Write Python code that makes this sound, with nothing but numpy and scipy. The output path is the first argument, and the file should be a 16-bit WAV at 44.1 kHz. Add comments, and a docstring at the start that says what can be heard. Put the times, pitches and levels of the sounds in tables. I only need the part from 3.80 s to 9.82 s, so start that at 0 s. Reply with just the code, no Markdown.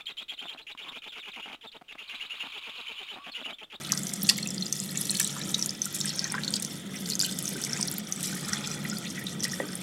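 """A tap runs into a ceramic basin in a small bathroom while a hand rinses and squeezes a piece of orange.
The stream drums on the basin, tiny bubbles fizz in the spray, and water gurgles off the hand.
Frothy water sloshes, air pockets pop in the wet palm and big bubbles glug.
There are smacks of water, low thuds and, near the end, a knock against the basin.
The basin throws the splashes straight back and the tiled room adds a short tail."""
import sys
import numpy as np
from scipy import signal
from scipy.fft import rfft, irfft
from scipy.io import wavfile

SR = 44100
rng = np.random.default_rng(int(sys.argv[2]) if len(sys.argv) > 2 else 0)


def pcm_store(signal):
    """Save signal as 16-bit PCM."""
    levels = np.round(np.clip(np.atleast_2d(signal), -1, 1) * 32767)
    wavfile.write(sys.argv[1], SR, levels.astype(np.int16).T)


N = 265482
T = np.arange(N) / SR

# Levels in these tables are relative: the mix turns each layer up or down afterwards.
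# The tone of the aerator, the mesh that mixes air into the stream. Each row: pitch in Hz, level in dB.
AERATOR_TONE = [(20, 0), (60, 7), (110, -1), (300, 12), (600, -2), (1050, -24), (1350, -29), (2800, 1.5),
                (3450, 11.5), (4100, 3), (5600, -11), (9000, -9), (12000, -10), (16000, -7)]
# The spout rings with the flow. Each row: pitch in Hz, starting width in Hz (tap widens it), level in dB.
SPOUT_RINGS = [(1286, 85, 1.5), (1560, 40, -14), (1950, 130, 1), (2360, 850, -7.5), (3152, 120, 3.5),
               (3480, 200, 5.5), (5300, 310, -13)]
# Low notes of the basin and the space around it. Each row: pitch in Hz, width in Hz, level in dB.
BASIN_RINGS = [(104, 24, -11.5), (148.65, 6.5, -2.5), (165, 3.8, -12.5), (184.3, 10.7, -2.5),
               (196.6, 11.5, -2.5), (208.7, 8.3, -0.5), (229.8, 6.2, -7), (252.3, 16, -8), (284.6, 7.6, -5),
               (315.6, 6.3, -5), (334.6, 17.5, -11), (349, 7.6, -12), (394.5, 8.6, -9), (435.5, 13.5, -11),
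               (480.5, 15.3, -11.5), (512, 19, -16), (558.6, 5.2, -9), (695, 9.8, -12.5)]
# Water running off the hand into the bowl. Each row: time in seconds, level in dB.
RUNOFF_LEVELS = [(0.0, -46.5), (0.91, -57), (1.63, -48.5), (1.84, -53), (2.04, -57.5), (2.46, -46.5),
                 (2.93, -55), (3.66, -52.5), (3.9, -46.5), (4.03, -46.5), (4.24, -53), (4.46, -50),
                 (4.74, -44.5), (5.35, -52.5), (5.55, -51.5), (5.7, -48.5), (6.02, -50.5)]
# Spray off hand and peel, weaker where the water runs smoothly. Each row: time in seconds, level in dB.
SPRAY_LEVELS = [(0, -44), (.8, -45), (1.12, -42), (1.36, -37), (1.55, -40), (1.86, -42), (1.96, -49.5),
                (2.07, -41.5), (2.18, -42), (2.33, -40.5), (2.5, -42), (2.59, -46.5), (2.7, -45),
                (2.92, -43), (3.03, -53), (3.3, -41.5), (3.38, -52), (3.45, -42), (3.85, -39),
                (4.18, -40.5), (4.26, -49), (4.45, -41.5), (4.9, -43.5), (5.04, -44), (5.2, -42),
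                (5.55, -48), (5.74, -42.5), (5.8, -44.5), (5.87, -46), (6.02, -45.5)]
# Extra spray from a squeeze or a turn of the hand. Each row: time of the peak in seconds, level in dB.
SPRAY_SPLASHES = [(.125, -52), (0.496, -28.5), (.68, -48), (.94, -38), (1.4, -49), (1.69, -39.5),
                  (2.15, -32), (2.28, -38.5), (2.749, -41), (3.15, -49.5), (3.3, -36.5), (3.41, -34.5),
                  (3.67, -38), (4.44, -33), (4.55, -33.5), (4.685, -36), (4.73, -32.5), (4.85, -45),
                  (5.635, -35.5), (5.91, -67)]
# The tone of the spray. Each row: pitch in Hz, level in dB.
SPRAY_TONE = [(600, -15), (1500, -4.5), (2700, -5.5), (3500, -2), (4300, -5), (5000, -1), (5700, 1),
              (6800, 1), (8000, 1.5), (9500, 0.5), (12000, -3.5), (16000, -20)]
# The finest spray compared with the rest. Each row: time in seconds, level in dB.
MIST_LEVELS = [(0, 0), (.8, -2.5), (1.1, 3), (1.42, -1), (1.6, -7), (1.7, -1.5), (1.95, -0.5), (2.2, -3),
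               (2.35, -7.5), (2.75, -4.5), (3.05, 2.5), (3.7, -2), (4.1, -7), (4.42, -1), (5.3, -5.5),
               (6.02, 1)]
# Sheets of frothy water squeezed out or spilling off the hand.
# Each row: start in seconds, length in seconds, level in dB, first pitch in Hz, last pitch in Hz.
HAND_SLOSHES = [(0.026, 0.068, -46.5, 3430, 4530), (0.08, 0.056, -41, 2750, 1700),
                (0.486, 0.016, -26.5, 3170, 2750), (0.492, 0.021, -43.5, 1500, 2100),
                (0.523, 0.081, -44.5, 4530, 3670), (1.143, 0.026, -41.5, 2140, 2310),
                (1.261, 0.3, -46.5, 3130, 3760), (1.4, 0.021, -45, 2000, 2150),
                (1.549, 0.088, -57, 1300, 1660), (1.683, 0.16, -55.5, 1610, 1493),
                (2.227, 0.13, -45, 2410, 4300), (2.519, 0.087, -41.5, 1220, 2100),
                (2.746, 0.036, -41.5, 4200, 4600), (3.129, 0.044, -44, 2100, 2600),
                (3.424, 0.09, -47, 3900, 2900), (3.696, 0.087, -38.5, 300, 338),
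                (4.431, 0.088, -47, 3570, 3470), (4.705, 0.1, -41.5, 1690, 2600),
                (4.833, 0.026, -40, 3530, 3460), (5.03, 0.038, -43, 1830, 1950),
                (5.235, 0.05, -41.5, 2550, 3250), (5.348, 0.055, -42.5, 2610, 1750),
                (5.471, 0.037, -48, 3900, 4000), (5.648, 0.039, -43, 1500, 2140)]
# The loudest air pockets bursting in palm and peel. Each row: time of the peak in seconds, level in dB,
# pitch in Hz, length in milliseconds, share of toneless crack from 0 to 1.
BIG_POPS = [(.049, -25.5, 3670, 1.4, .1), (.0926, -30.5, 4390, 2.2, 0), (.1208, -4, 5950, 0.74, 0.5),
            (.1355, -17.5, 4750, 1.6, 0.64), (.1502, -25, 8740, 1.1, .1), (.1756, -16, 5550, 1.14, .7),
            (.192, -25, 8500, .9, 0.1), (.2337, -20, 7440, .7, 0.2), (.2699, -16.5, 6020, .8, 0.5),
            (.293, -23.5, 5500, 2.2, 1), (.3364, -14.5, 7460, 1.24, 0.93), (.4202, -17, 5150, 1, 0.73),
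            (.4499, -29, 3830, 1.3, 0.2), (.469, -19, 6270, .9, 0.75), (.4917, -9.5, 4570, 2.7, 0.13),
            (.4956, -9, 4800, .9, 0), (.4978, -3, 4950, .55, 0.7), (.4997, -14, 4600, .79, 0.3),
            (.5068, -20, 5470, 1, .5), (.58, -16, 7400, .73, .7), (.586, -20.5, 4370, .82, 1),
            (.6278, -25.5, 8000, .8, 0), (.6305, -24.5, 4250, 2.8, 0.2), (.6736, -18, 7000, 1.1, 0.5),
            (.6888, -24, 5750, 1.3, 0.2), (.7052, -20, 7400, .7, .5), (.7075, -30, 5300, 2.8, 0),
            (.7455, -24.5, 6960, .9, 0.4), (.7807, -22.5, 4700, 1.3, 0), (.811, -28.5, 5900, 1.8, 0),
            (.8248, -23, 4070, 3.2, 0.26), (.8576, -30, 7100, 2, 0), (.8653, -21.5, 4690, 1.9, 0.5),
            (.9265, -9, 6160, 1, .4), (.9928, -31, 4970, 3.2, 0), (1.0012, -15, 7200, .7, 0.3),
            (1.091, -33, 4040, 2.7, 0.2), (1.1571, -24, 6420, .7, 0.3), (1.1746, -14, 7200, .85, 0),
            (1.2139, -12, 10000, .28, 0.3), (1.2189, -27.5, 4920, 1.3, 0.19),
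            (1.2543, -18.5, 7100, .88, 0.7), (1.2964, -18, 4080, 1.7, .15), (1.3068, -10.5, 9000, .55, 0),
            (1.3138, -17, 7410, .62, .5), (1.3271, -33, 4180, 1.6, 0), (1.3431, -26.5, 9950, 1.5, 0.2),
            (1.3488, -19, 6200, 1.4, .9), (1.354, -21.5, 4220, 1.3, 0.1), (1.3674, -29, 4440, 2.6, 0.1),
            (1.3708, -17, 7300, .8, 0.82), (1.3983, -9.5, 6900, 1.6, 0.95), (1.4017, -8.5, 7760, .9, .6),
            (1.4138, -17.5, 5740, 1.2, 0.2), (1.4202, -21, 9400, .8, 0.6), (1.4292, -17, 7600, .9, .6),
            (1.4458, -14, 8000, .74, 0), (1.4498, -26, 3820, 1.6, 0), (1.468, -31, 3870, 2.6, 0.1),
            (1.4754, -17, 6900, .8, 0.8), (1.5274, -31.5, 5650, 1.4, 0.2), (1.6154, -25.5, 3840, 1.6, 0.2),
            (1.7205, -30, 8270, 1.1, .1), (1.7449, -14, 3810, 3.4, 0.5), (1.7455, -22, 6170, 2.4, 0),
            (1.7825, -28, 8800, 1.3, 0.6), (1.7936, -21, 5900, 1.7, 0.5), (1.815, -27, 5900, 3.4, .25),
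            (1.8255, -12, 5500, 1.5, .35), (1.845, -27, 6600, 1.6, 0), (1.8604, -10, 7300, .8, 0.83),
            (1.8934, -18.5, 5050, 1.6, 0.3), (1.9068, -22.5, 6100, 1.2, 0.6),
            (2.0186, -14.5, 6000, 1.7, 0.04), (2.0556, -16.5, 8000, 1.4, .83),
            (2.1452, -24, 6800, 2.6, 0.3), (2.1485, -19.5, 10000, .68, 0.65), (2.1558, -15, 8140, .75, 0.9),
            (2.1929, -29, 7490, 2, 0.2), (2.2039, -19, 7500, 1.3, 0.4), (2.208, -27.5, 3700, 3, .05),
            (2.2126, -11, 5240, .66, .65), (2.2444, -27, 5870, 1.1, .4), (2.2574, -15.5, 8300, .82, 0),
            (2.2786, -29, 5300, 3.5, .1), (2.2933, -19.5, 5340, .85, 0.03), (2.2946, -26, 7400, 1.5, 0),
            (2.303, -25.5, 4160, 1.7, 0), (2.3609, -23.5, 8900, .47, 0.5), (2.3854, -26.5, 5400, 1.6, .2),
            (2.3934, -9.5, 4970, .58, 0.1), (2.443, -16.5, 6000, 1, 0), (2.4451, -29, 4200, 2.9, 0),
            (2.5017, -29, 5340, 2.5, 0.1), (2.5174, -29, 6100, 1.3, .1), (2.5219, -15, 9200, .34, 0),
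            (2.6356, -14, 3430, .8, 1), (2.6468, -22, 4240, 2.1, 0.7), (2.6794, -16.5, 4100, 1.4, 0.34),
            (2.683, -23, 7000, .6, 0.2), (2.7062, -21, 8650, .7, 0), (2.725, -26, 7660, .9, .6),
            (2.7393, -9.5, 4530, 1.5, .65), (2.758, -19.5, 8000, 1.2, .1), (2.7655, -18.5, 4830, 2.8, 0.75),
            (2.7995, -22.5, 8300, .8, 0), (2.8241, -15.5, 7400, 1.3, 1), (2.8277, -23, 5570, 3, 0.97),
            (2.8489, -16, 5900, 1.1, 0.54), (3.1623, -33.5, 5700, 2.7, 0), (3.2592, -25.5, 4620, 3, 0.7),
            (3.2893, -26, 7100, 1.6, 0), (3.301, -13, 6160, .9, 0.9), (3.3085, -21, 4500, 1.6, 0.7),
            (3.3216, -22, 4160, 1.5, 0), (3.3354, -21, 4800, 1.4, 0), (3.354, -14.5, 6260, 0.91, 0.54),
            (3.3937, -8, 6960, .5, 0.9), (3.4028, -14, 4700, 3.3, 0), (3.413, -11.5, 5250, .75, 0.3),
            (3.4238, -16.5, 7130, 2.6, 0.2), (3.426, -28, 5120, 1.3, 0), (3.4341, -23, 4690, 1.2, 0.4),
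            (3.4347, -32, 7200, 3.5, 0), (3.4463, -16.5, 4400, 1, 0.4), (3.4505, -25.5, 3000, 3.2, 0.1),
            (3.4518, -27, 7260, 1.9, 0.1), (3.463, -15.5, 8100, .7, 0.97), (3.4926, -30, 3270, 2, 0),
            (3.496, -27, 3930, 1.2, 0.7), (3.5886, -13, 7400, .95, 0.94), (3.6259, -20, 10400, .6, 0.3),
            (3.656, -19, 6070, 1.2, 0.5), (3.6786, -21.5, 5630, 1.4, .1), (3.6798, -28, 6550, 3, 0),
            (3.6898, -20, 8500, 1.4, 1), (3.816, -21, 8400, .7, .5), (3.8388, -13, 5960, .7, 0.8),
            (3.8487, -16, 6300, 1.05, 0.9), (3.8607, -34, 6400, 2, 0.1), (3.8962, -28, 5430, 3.6, .05),
            (3.9323, -17, 5470, 1.3, 0), (3.9745, -24, 6950, 1, 0.01), (4.0112, -22, 5430, 1.3, 0.21),
            (4.0119, -18.5, 8330, .88, 0), (4.0283, -10, 5800, .7, 0.3), (4.0529, -25.5, 8200, .8, .1),
            (4.0758, -22.5, 10200, 1.3, 0.4), (4.0815, -21.5, 4330, 1.5, 0.7), (4.0842, -22, 5493, 1.5, .1),
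            (4.1141, -18.5, 10000, .92, 0.76), (4.1267, -28, 7350, 2.3, 0), (4.1401, -20, 10800, .41, 0.6),
            (4.183, -17, 13300, .65, 0.5), (4.3244, -13.5, 6180, 1.2, 0.24),
            (4.3615, -23.5, 7880, .86, 0.2), (4.4072, -22, 6800, 1, 1), (4.4297, -16, 8400, 1.1, 0.84),
            (4.434, -33.5, 6560, 1.4, .1), (4.478, -26.5, 5470, 2, .1), (4.6497, -27, 5050, 1.3, 0),
            (4.6946, -21, 7920, .84, 0.4), (4.7335, -14.5, 5530, 1.1, 0.3), (4.7704, -28.5, 3490, 3, 0.2),
            (4.8608, -30, 5210, 2.7, 0.2), (4.8737, -16, 6030, .9, 0.7), (4.9156, -25, 5730, 1.6, 0),
            (5.099, -19, 6740, .52, 0), (5.1155, -28.5, 5120, 3.1, 0), (5.17, -26, 4570, 2.1, 0.2),
            (5.1845, -20.5, 9200, .9, 0.97), (5.3074, -32, 5400, 2.2, 0.12), (5.466, -26, 5750, .84, 0.9),
            (5.469, -20.5, 3720, 1.8, 0.17), (5.5969, -34, 6050, 1.4, 0.3), (5.6056, -23, 5940, 1.1, 0.3),
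            (5.6268, -22, 5600, 1, .1), (5.6341, -20, 6100, .8, 0.4), (5.6425, -14, 5180, 1.5, 0.56),
            (5.719, -23, 6360, 1, 0.4), (5.7221, -26, 5450, 1.6, 0.4), (5.7407, -27, 5500, 2.4, 0.6),
            (5.9544, -18.5, 9200, .58, .06)]
# Water smacks, low thuds and, near the end, a knock against the basin.
# Each row: start in seconds, level in dB, middle pitch in Hz, fade time in seconds.
SMACKS_AND_KNOCKS = [(0.125, -29, 1120, 0.0049), (0.43, -20.5, 194, 0.019), (0.51, -31, 1030, 0.0034),
                     (0.49, -8, 7200, 0.0011), (0.4948, -17, 2740, 0.0017), (0.43, -14, 13300, 0.002),
                     (0.4966, -7, 10000, 0.00038), (1.4, -20, 2100, 0.0039), (1.564, -27.5, 1300, 0.0043),
                     (4.529, -24, 186, 0.026), (4.612, -26.5, 147, 0.04), (4.69, -28, 110, 0.018),
                     (4.69, -28.5, 1800, 0.0049), (4.756, -28, 1700, 0.0012), (5.7995, -19.5, 510, 0.0029),
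                     (5.8005, -25.5, 660, 0.0026), (5.8, -34, 2100, 0.0035), (5.799, -25.5, 297, 0.045)]
# The largest bubbles in the water leaving the hand. Each row: start in seconds, level in dB,
# pitch in Hz, swell time in milliseconds, share by which the pitch rises per swell time.
BIG_BUBBLES = [(.128, -29, 1600, 3.2, .01), (.584, -24.5, 2170, 1.9, .01), (.659, -24.5, 2560, 2.8, .02),
               (2.062, -29.5, 1390, 4.2, 0), (2.246, -27.5, 1680, 2.4, .01), (2.42, -40, 1590, 8.2, 0),
               (2.451, -27.5, 1820, 3.4, 0.05), (2.467, -33, 1740, 3.9, .01), (2.514, -41, 900, 4.8, 0.025),
               (2.521, -34, 2100, 3.3, .02), (2.539, -26, 1980, 3, 0.019),
               (2.541, -20.5, 1400, 2.4, 0.0043), (2.551, -26, 1540, 3.5, 0), (2.58, -17.5, 1650, 2.4, 0),
               (3.432, -27.5, 1540, 2.3, 0.036), (3.755, -35, 1480, 4.1, 0.037),
               (3.773, -38, 2300, 5.5, 0.18), (3.863, -30, 2300, 2.8, 0.0043),
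               (3.958, -31, 1780, 5.1, 0.15), (3.968, -34, 2500, 5.8, 0.06),
               (3.994, -35, 1010, 3.9, 0.0093), (4.525, -31, 1525, 4.9, 0.0023),
               (4.729, -23.5, 1910, 2.7, .02), (5.05, -23.5, 2010, 2.6, 0.011),
               (5.125, -31.5, 1440, 4, .01), (5.377, -34, 1970, 3.5, 0), (5.411, -32, 1787, 5.6, .05),
               (5.65, -26, 2000, 2.5, 0.0043), (5.733, -25, 1800, 2.3, 0), (5.7995, -23, 1880, 2.5, 0.049)]
# What the bowl does to the tone of every splash. Each row: pitch in Hz, level in dB.
BOWL_TONE = [(750, -2), (1060, -1.5), (1260, -1.5), (2350, -2.5), (2800, 0), (3300, 0.5)]
# Notes at which the bowl and the cupped hand ring. Each row: pitch in Hz, width in Hz, level in dB.
BOWL_RINGS = [(856, 250, 7.5), (1300, 60, -32), (1573, 55, 3.5), (1938, 175, 2), (2270, 90, -2.5),
              (3600, 1570, -2.5), (4220, 280, 1.5), (4900, 100, -20), (5360, 610, -4.5), (5910, 230, -3),
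              (7800, 220, -19), (8730, 160, -6)]


def gain(db):
    """Turn decibels into a number to multiply a sound by."""
    return 10 ** (np.asarray(db) / 20)


def unit(x):
    """Scale a sound to an average strength (rms) of 1."""
    return x / np.sqrt(np.mean(x ** 2))


def add(track, start_s, sound):
    """Mix a short sound into a track."""
    i = int(np.clip(start_s * SR, 0, len(track) - 1))
    track[i:i + len(sound)] += sound[:len(track) - i]


def curve(table):
    """Join rows of time and level with straight lines."""
    return np.interp(T, *np.transpose(table))


def wander(rate):
    """Drift by about 1 either way, heading for a new random value rate times a second."""
    targets = rng.standard_normal(4096)
    return np.interp(T * rate, np.arange(len(targets)), targets)


def tone(x, points):
    """Turn lows and highs up or down along points of pitch in Hz and level in dB."""
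    hz, db = np.transpose(points)
    pitches = np.maximum(np.fft.rfftfreq(N, 1 / SR), 1)
    return irfft(rfft(x) * gain(np.interp(np.log(pitches), np.log(hz), db)), N)


def resonate(x, hz, width_hz):
    """Keep the part of a sound near one pitch; a narrow width rings longer."""
    hz = min(hz, .44 * SR)
    return signal.lfilter(*signal.iirpeak(hz, hz / min(width_hz, SR / 4), fs=SR), x)


def ring(x, notes):
    """Let a sound shake a body that rings at several pitches."""
    return sum(gain(db) * resonate(x, hz, width) for hz, width, db in notes)


def hiss(samples, hz, width_hz):
    """Noise gathered around one pitch."""
    return resonate(resonate(rng.standard_normal(samples), hz, width_hz), hz, width_hz)


def burst(hz, width_hz, fade_s):
    """A puff of noise that rises quickly and dies away."""
    t = T[:SR // 6]
    rise_s = min(.6 * fade_s, max(.0008, .9 / hz))
    sound = hiss(len(t), hz, width_hz) * np.exp(-t / fade_s) * (1 - np.exp(-t / rise_s)) ** 2
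    return sound * np.sqrt(fade_s * SR / 2 / np.sum(sound ** 2))


def droplets(per_s, spread_db):
    """Drops hit at random moments; with more spread, a few hit much harder."""
    hit = rng.random(N) < per_s / SR
    return hit * rng.choice([-1, 1], N) * gain(spread_db * np.minimum(rng.exponential(size=N), 4))


def bubble(hz, swell_s, glide):
    """A bubble's note swells, dies away and rises in pitch as it nears the surface."""
    t = T[:int(4.5 * np.max(swell_s) * SR) + 2]
    age = t / swell_s
    loudness = (age * np.exp(1 - age)) ** 2
    return loudness * np.sin(2 * np.pi * hz * t * (1 + glide * (age / 2 - 1)))


def froth(per_s, low_hz, high_hz, cycles, spread_db, glide):
    """A swarm of bubbles of random size, each swelling for the given number of cycles."""
    when, size, luck, sign = rng.random((int(per_s * N / SR), 4)).T[:, :, None]
    hz = low_hz * (high_hz / low_hz) ** size
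    db = spread_db * np.minimum(-np.log(1 - luck), 4)
    strength = hz * gain(db) * np.sign(sign - .5)  # high notes are shorter, so make them stronger
    notes = strength * bubble(hz, cycles / hz, glide)  # one bubble a row
    places = (when * N).astype(int) + np.arange(notes.shape[1])
    return unit(np.bincount(places.ravel(), notes.ravel(), N)[:N])


def tap():
    """Water rushes steadily through the aerator and makes the spout ring."""
    rush = unit(tone(rng.standard_normal(N), AERATOR_TONE))
    spout = unit(sum(gain(db) * hiss(N, hz, 1.3 * width) for hz, width, db in SPOUT_RINGS))
    return (gain(-55) * rush + gain(-51) * spout) * gain(.25 * wander(rate=5.5))


def drumming():
    """The broken stream beats on the basin and keeps its low notes ringing."""
    level_db = -39 + 1.4 * wander(rate=5.35)
    beat = ring(droplets(per_s=2500, spread_db=2), BASIN_RINGS)
    deep_beat = tone(beat, [(30, -12), (90, -10.5), (140, 5), (600, -8.5), (1200, -14), (4000, -26)])
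    return gain(level_db) * unit(deep_beat)


def gurgle():
    """Water runs off the hand, then patters and bubbles in the bowl."""
    patter = unit(droplets(per_s=2000, spread_db=0))
    bubbles = froth(per_s=260, low_hz=1150, high_hz=2900, cycles=4.2, spread_db=3, glide=.05)
    mellow = [(200, -1), (650, 3), (1080, -2.5), (1300, 2), (2400, .5), (5000, -31), (12000, -39)]
    return gain(curve(RUNOFF_LEVELS)) * unit(tone(patter + gain(-6) * bubbles, mellow))


def spray_level(rise_s=.0081, fall_s=.027):
    """How much spray flies, in dB: the flow over the hand plus sudden splashes."""
    power = gain(curve(SPRAY_LEVELS)) ** 2
    for peak_s, db in SPRAY_SPLASHES:
        shape = np.exp(-np.maximum((peak_s - T) / rise_s, (T - peak_s) / fall_s))
        power += (gain(db) * shape) ** 2
    return 10 * np.log10(power)


def spray(spray_db):
    """Tiny bubbles fizz in the airy stream and a few drops tick on the glaze, in uneven spurts."""
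    ticks = unit(droplets(per_s=170, spread_db=3.6))
    fizz = froth(per_s=2400, low_hz=2600, high_hz=15000, cycles=4.4, spread_db=3.4, glide=.06)
    drops = unit(tone(fizz + gain(-5) * ticks, SPRAY_TONE))
    mist = tone(drops, [(5500, -17.5), (10000, -2.5), (16000, 1)])
    spurts = gain(spray_db + 2.5 * wander(rate=45))
    mist_gain = gain(curve(MIST_LEVELS) - 1 + 2.5 * wander(rate=30))
    return (drops + (mist_gain - 1) * mist) * spurts


def sloshes(bubbles=60, cycles=3.6, pitch_scatter=.225, spread_db=5):
    """A slosh is a cloud of brief bubbles whose pitch slides as the sheet of water thins or thickens."""
    out = np.zeros(N)
    for start_s, length_s, db, first_hz, last_hz in HAND_SLOSHES:
        cloud = np.zeros(N // 8)
        for progress, (detune, size) in zip(rng.random(bubbles), rng.standard_normal((bubbles, 2))):
            hz = first_hz * (last_hz / first_hz) ** progress * np.exp(pitch_scatter * detune)
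            strength = np.sin(np.pi * progress) * gain(spread_db * size)
            add(cloud, progress * length_s, strength * bubble(hz, cycles / hz, glide=.06))
        add(out, start_s, gain(db) * cloud * np.sqrt(length_s * SR / np.sum(cloud ** 2)))
    return out


def small_pops(spray_db, usual_db=-39.5, usual_per_s=22, middle_hz=7640, octaves=1.39, cycles=6):
    """Random rows like those of BIG_POPS: more spray traps more air pockets, and stronger ones."""
    when, luck, strength, size, crack = rng.random((600, 5)).T
    extra_db = spray_db[(when * N).astype(int)] - usual_db
    happens = luck < usual_per_s * T[-1] / len(when) * gain(extra_db)
    db = -27.5 - .5 * (strength - .5) + .25 * extra_db
    hz = middle_hz * 2 ** (octaves * (size - .5))
    return np.column_stack([when * T[-1], db, hz, cycles * 1000 / hz, crack])[happens]


def pops(pockets):
    """Each air pocket opens with a wet crack, a little above its note, and rings for a few cycles."""
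    out = np.zeros(N)
    for peak_s, db, hz, length_ms, crack in pockets:
        length_s = length_ms / 1000
        swell_s = .62 * length_s
        note = np.sqrt(1 - crack) * bubble(hz, swell_s, glide=.04)
        snap = np.sqrt(crack + .093) * burst(1.08 * hz, .84 * hz, length_s)  # always a little crack
        add(out, peak_s - swell_s, gain(db) * note)
        add(out, peak_s - swell_s, gain(db - 6) * snap)
    return tone(out, [(300, -6), (1500, -13), (3000, -.5), (4600, -2), (8000, 1), (16000, 3.5)])


def smacks_and_knocks():
    """Water smacks, low thuds and a knock against the basin, all made of short puffs of noise."""
    out = np.zeros(N)
    for start_s, db, hz, fade_s in SMACKS_AND_KNOCKS:
        add(out, start_s, gain(db) * burst(hz, .37 * hz, fade_s))
    return out


def glugs():
    """Big bubbles ring, most chirping upwards, and splat softly as their skin of water tears."""
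    out = np.zeros(N)
    for start_s, db, hz, swell_ms, glide in BIG_BUBBLES:
        swell_s = swell_ms / 1000
        add(out, start_s, gain(db) * bubble(hz, swell_s, glide))
        add(out, start_s, gain(db - 7.5) * burst(hz, hz / 2, swell_s))
    return out


def echoes(x, first_s, tail_s):
    """Closely packed echoes start after first_s and fade by 60 dB every tail_s."""
    t = T[:SR // 2]
    tail = rng.standard_normal(len(t)) * (t > first_s) * gain(-60 * t / tail_s)
    return signal.fftconvolve(x, tail / np.linalg.norm(tail))[:N]


def basin_echoes(x, patterns=16):
    """The basin throws sound back; as the hand moves, one pattern of echoes fades into the next."""
    place = T / T[-1] * (patterns - 1)
    fades = (np.sqrt(np.maximum(1 - abs(place - k), 0)) for k in range(patterns))
    return sum(echoes(x * fade, first_s=.001, tail_s=.024) for fade in fades)


def room_echoes(x):
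    """The tiled room adds a short, duller tail."""
    tail = echoes(x, first_s=.0065, tail_s=.15)
    return tone(tail, [(200, 4.5), (4000, -1), (9000, -7), (16000, -44)])


def scene():
    """Mix the steady tap and drumming with the splashing water and its echoes, in one channel."""
    steady = tap() + drumming()
    spray_db = spray_level()
    stream = gain(-.5) * gurgle() + gain(-2.5) * spray(spray_db)
    hand = gain(-6) * glugs() + gain(-5.5) * smacks_and_knocks() + gain(-3) * sloshes()
    hand += gain(-1.5) * pops([*BIG_POPS, *small_pops(spray_db)])
    water = tone(stream + hand, BOWL_TONE)
    water += gain(-4.5) * ring(water, BOWL_RINGS)
    return (water + gain(-7) * basin_echoes(water) + gain(-12) * room_echoes(water) + steady)[None]


def record(dry):
    """Cut the highest treble, above 15900 Hz."""
    return signal.sosfilt(signal.ellip(10, .2, 80, 15900, fs=SR, output="sos"), dry)


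dry = scene()
out = record(dry)
pcm_store(out)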